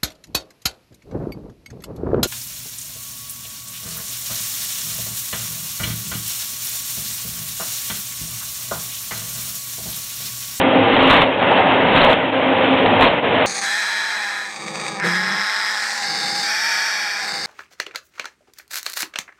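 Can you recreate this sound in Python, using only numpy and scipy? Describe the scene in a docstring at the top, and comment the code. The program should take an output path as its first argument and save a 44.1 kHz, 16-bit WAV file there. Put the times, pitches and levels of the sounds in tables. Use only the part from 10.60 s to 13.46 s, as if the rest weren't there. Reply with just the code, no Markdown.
"""A steady machine roar and hum fill a warehouse, where a paper conveyor feeds a shredder.
Shafts drone, the housing rings and the drive whines; loose sheets rustle, the belt knocks its frame
and thick wads boom in the chute. About once a second the cutters bite into a batch of sheets,
which tear in a dense crackle and snap. Peaks overload a small camera microphone beside the belt,
and after each surge the level drops abruptly and creeps back."""
import sys
import numpy as np
from scipy import signal
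from scipy.fft import rfft, irfft
from scipy.io import wavfile
from scipy.ndimage import uniform_filter1d

SR = 44100
rng = np.random.default_rng(int(sys.argv[2]) if len(sys.argv) > 2 else 0)


def inscribe(sig):
    """Save sig as 16-bit PCM at rate SR to the path in sys.argv[1].

    A 1-D sig is mono; a 2-D sig holds one channel per row.
    Samples are clipped to [-1, 1] before scaling.
    """
    pcm = np.round(np.clip(np.atleast_2d(sig).T, -1, 1) * 32767)
    wavfile.write(sys.argv[1], SR, pcm.astype(np.int16))


N = 126126
T = np.arange(N) / SR
FREQS = np.fft.rfftfreq(N, 1 / SR) + 1  # Hz, offset by 1 to stay above zero


def undb(db):
    """Decibels to gain."""
    return 10 ** (np.asarray(db) / 20)


def unit(x):
    """Scale to rms 1."""
    return x / np.sqrt(np.mean(x ** 2) + 1e-18)


def wander(per_s):
    """Smooth random modulation, rms 1, changing about per_s times a second."""
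    hold = int(SR / per_s)
    steps = np.repeat(rng.standard_normal(N // hold + 4), hold)
    return unit(uniform_filter1d(uniform_filter1d(steps, hold), hold)[hold:hold + N])


def equalise(x, curve):
    """Shape a sound by an EQ curve, rolling off steeply above its last point; rms 1."""
    hz, db = np.array(curve).T
    gain = undb(np.interp(np.log(FREQS), np.log(hz), db))
    return unit(irfft(rfft(x) * gain / np.hypot(1, (FREQS / hz[-1]) ** 8), N))


def resonant_noise(hz, width_hz):
    """Noise through a resonance with steep skirts, rms 1."""
    detuning = (FREQS ** 2 - hz ** 2) / (FREQS * width_hz * 1.19)
    return unit(irfft(rfft(rng.standard_normal(N)) / (1 + 1j * detuning) ** 2, N))


def clicks(per_s, spread_db):
    """Random clicks of uneven size."""
    impulses = (rng.random(N) < per_s / SR) * np.sign(rng.standard_normal(N))
    return impulses * undb(spread_db * np.clip(rng.standard_normal(N), -2, 2))


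def swell(at, half_s):
    """Bell-shaped envelope peaking at 1."""
    return np.exp(-((T - at) / half_s) ** 2)


def warehouse(x, t60_s=0.98, wet_db=-2.5):
    """The direct sound and, 10 ms later, the diffuse tail of the hall."""
    tail = rng.standard_normal(N) * undb(-60 * T / t60_s) * (T > .01)
    return x + undb(wet_db) * signal.fftconvolve(x, tail / np.sqrt(np.sum(tail ** 2)))[:N]


# EQ of the machine's roar in the hall (frequency [Hz], gain [dB])
ROAR_EQ = [(25, -48), (55, -25), (100, -11), (200, -5.5), (300, -3), (390, -5.5), (480, 0), (600, 1.5),
           (700, -3.5), (950, -3), (1150, -11.5), (1500, -11), (2100, -10), (3100, -11.5), (3700, -19),
           (4500, -37)]


def roar(level_db=-15.5, swell_db=0.73, flicker_db=1.0):
    """Broad rumble of belt and rotor; each octave flickers by itself."""
    spectrum, bed = rfft(rng.standard_normal(N)), 0
    octave = np.clip(np.round(np.log2(FREQS / 100)), 0, 5)
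    for k in range(6):
        bed += irfft(spectrum * (octave == k), N) * undb(flicker_db * wander(22.04))
    return undb(level_db + swell_db * wander(5.04)) * equalise(bed, ROAR_EQ)


# hum of motors and shafts (frequency [Hz], level [dB])
HUM_TONES = [(109, -39), (264, -27.5), (360, -36), (528, -27.5), (809, -34.5)]
# resonances of the housing (frequency [Hz], width [Hz], level [dB])
HOUSING_MODES = [(269.2, 28.3, -26), (302.8, 19, -31), (471.3, 13, -32.5), (527, 30, -32), (782, 33, -31.5),
                 (1192, 27, -37.5)]
# fader ride on hum and housing together (time [s], gain [dB])
DRONE_FADER = [(0, 5), (.3, 4.5), (.62, 1.5), (.85, -8), (1.2, -1.5), (1.65, -0.5), (1.95, 0.5), (2.2, 0.5),
               (2.38, 2), (2.55, -7.5), (2.86, -2.5)]


def drone(pitch_drift=0.00438, flutter_db=2.5):
    """Wavering shaft tones and the ringing housing."""
    out = 0
    for hz, db in HUM_TONES:
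        phase = 2 * np.pi * np.cumsum(hz * (1 + pitch_drift * wander(12))) / SR
        out += undb(db) * unit(np.sin(phase) * undb(flutter_db * wander(24)))
    for hz, width, db in HOUSING_MODES:
        out += undb(db) * resonant_noise(hz, width)
    return out * undb(np.interp(T, *np.array(DRONE_FADER).T))


# partials of the drive (harmonic [number], level [dB])
WHINE_PARTIALS = [(5, -45.5), (7, -38), (9, -36), (11, -38.5)]


def drive_whine(base_hz=294.65, pitch_drift=.0006, flutter_db=1.9):
    """Thin odd harmonics of the drive, each fluttering by itself."""
    phase = 2 * np.pi * np.cumsum(base_hz * (1 + pitch_drift * wander(5.5))) / SR
    return sum(undb(db) * unit(np.sin(k * phase) * undb(flutter_db * wander(7)))
               for k, db in WHINE_PARTIALS)


# handfuls of sheets shuffled on the belt (time [s], half length [s], level [dB])
HANDFULS = [(0.977, 0.03, -26), (2.08, 0.054, -33), (2.812, 0.062, -30)]
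# EQ of crinkling paper (frequency [Hz], gain [dB])
PAPER_EQ = [(30, -55), (150, -28.5), (400, -10), (800, -0.5), (1000, 0), (1300, -1), (3000, -8.5),
            (4200, -13.5)]


def paper_rustle(steady_db=-29, flicker_db=2):
    """Loose sheets crinkle all the time, and more when a handful is moved."""
    envelope = undb(steady_db) + sum(undb(db) * swell(at, half) for at, half, db in HANDFULS)
    crinkle = equalise(clicks(per_s=800, spread_db=5), PAPER_EQ)
    return envelope * crinkle * undb(flicker_db * wander(30))


# modes of the conveyor frame (frequency [Hz], relative level [dB], decay by 60 dB [s])
FRAME_MODES = [(534, -9, 0.017), (777, 1, .05), (940, 4, 0.024), (1140, -1.5, 0.018), (1770, -10, 0.06)]


def frame_ring(detune=0.043):
    """One strike on the frame: fast-dying modes, slightly retuned at random."""
    ring = 0
    for hz, db, t60 in FRAME_MODES:
        pitch = hz * (1 + detune * rng.standard_normal())
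        ring += undb(db) * np.sin(2 * np.pi * pitch * T) * undb(-60 * T / t60)
    return ring / 2


# knocks of the belt on its frame (time [s], gain [dB])
BELT_KNOCKS = [(.015, -11), (.368, -9), (.456, -13), (.826, -11), (.918, -2), (.927, -10), (.975, -11),
               (1.002, -4.5), (1.022, -11), (2.26, -9.5)]


def belt_clatter(rattle_db=-29.5, low_cut_hz=250):
    """Knocks and lighter random rattles ring the frame, which radiates little bass."""
    rattle = signal.fftconvolve(clicks(per_s=18, spread_db=2.5), frame_ring())[:N]
    out = undb(rattle_db) * unit(rattle)
    for at, db in BELT_KNOCKS:
        out += undb(db) * np.interp(T - at, T, frame_ring(), left=0)
    return signal.sosfilt(signal.butter(2, low_cut_hz, "high", fs=SR, output="sos"), out)


# booms of the chute (time [s], half length [s], frequency [Hz], width [Hz], level [dB])
CHUTE_BOOMS = [(1.485, .05, 613, 230, -18), (1.333, 0.1, 209, 79, -24), (1.6, 0.046, 600, 86, -23),
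               (2.26, .05, 430, 60, -23)]


def chute():
    """The sheet-metal chute gives a short hollow swell as a thick wad passes."""
    return sum(undb(db) * swell(at, half) * resonant_noise(hz, width)
               for at, half, hz, width, db in CHUTE_BOOMS)


def cutting_effort(start, end, lead_s, fade_db_per_s, lead_db=-4, release_s=0.039):
    """Envelope of one batch: the sheets are drawn in, bitten hard, torn ever more easily, then gone."""
    draw_in = undb(lead_db) * np.exp(np.minimum(T - start, 0) / lead_s)
    tear = undb(-fade_db_per_s * np.maximum(T - start, 0))
    release = np.exp(-np.maximum(T - end, 0) / release_s)
    return np.where(T < start, draw_in, tear) * release


# batches in the cutters (start [s], end [s], level [dB], lead-in [s], fade [dB/s])
PAPER_BATCHES = [(0.498, 0.63, -11, 0.13, 50), (1.347, 1.514, -14.5, 0.065, 16.5),
                 (2.418, 2.503, -12, 0.015, 84)]
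# stiff sheets snapping (time [s], level [dB])
SHEET_SNAPS = [(0.015, -19.5), (0.366, -16.5), (0.456, -18.5), (0.5, -7), (0.53, -17), (.619, -13.5),
               (1.364, -18), (1.418, -9.5), (1.531, -14.5), (2.26, -16.5), (2.411, -11.5), (2.424, -9),
               (2.453, -14.5)]
# EQ of tearing fibres (frequency [Hz], gain [dB])
TEAR_EQ = [(25, -4.5), (70, -2.5), (200, -7.5), (400, -6), (600, -6.5), (1000, 3.5), (1500, -3),
           (3000, -4.5), (3700, -6.5), (4500, -10)]


def shredding(spray_s=0.0064, crack_hz=2830, crack_s=.0008, crack_boost_db=11, flicker_db=1.6):
    """Tearing fibres crackle densely; stiff sheets snap with a hard crack and a spray of crackle."""
    tearing = sum(undb(db) * cutting_effort(start, end, lead, fade)
                  for start, end, db, lead, fade in PAPER_BATCHES)
    spray, cracks = 0, 0
    for at, db in SHEET_SNAPS:
        age = np.maximum(T - at, 0)
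        spray += undb(db) * (T >= at) * np.exp(-age / spray_s)
        pitch = crack_hz * (1 + 0.19 * rng.standard_normal())
        cracks += undb(db + crack_boost_db) * np.sin(2 * np.pi * pitch * age) * np.exp(-age / crack_s)
    crackle = equalise(clicks(per_s=4900, spread_db=4.5), TEAR_EQ)
    return cracks + np.hypot(tearing, spray) * crackle * undb(flicker_db * wander(70))


def scene(load_db=2):
    """Mono mix: the roar swells while the cutters work; rustle and clatter get the hall's reverb."""
    load = sum(cutting_effort(start, end, lead, fade) for start, end, _, lead, fade in PAPER_BATCHES)
    machine = roar() * undb(load_db * load) + drone() + drive_whine()
    return (machine + shredding() + chute() + warehouse(paper_rustle() + belt_clatter()))[None]


# sudden dips of the whole mix (time [s], depth [dB], hold [s], recovery [s])
LEVEL_DIPS = [(0.647, 3, 0.13, 0.045), (0.75, 2, .025, 0.022), (1.542, 4.5, 0.058, 0.32),
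              (1.703, 6.5, .012, 0.0089), (2.485, 3.5, 0.18, 0.13), (2.6, 7, 0.018, 0.011)]


def record(dry, attack_s=0.0035, overload=0.64, band_hz=4075, ceiling=0.6757, top_hz=15900):
    """The level dips at set times; peaks clip, the treble is cut, overshoots clip again as faint ticks."""
    dip_db = sum(np.interp(T, np.cumsum([at, attack_s, hold, recovery]), [0, depth, depth, 0])
                 for at, depth, hold, recovery in LEVEL_DIPS)
    clipped = np.clip(dry * undb(-dip_db), -overload, overload)
    narrow = irfft(rfft(clipped) / (1 + (np.fft.rfftfreq(N, 1 / SR) / band_hz) ** 24), N)
    top_cut = signal.ellip(8, .2, 70, top_hz, fs=SR, output="sos")
    return signal.sosfilt(top_cut, np.clip(narrow, -ceiling, ceiling))


dry = scene()
out = record(dry)
inscribe(out)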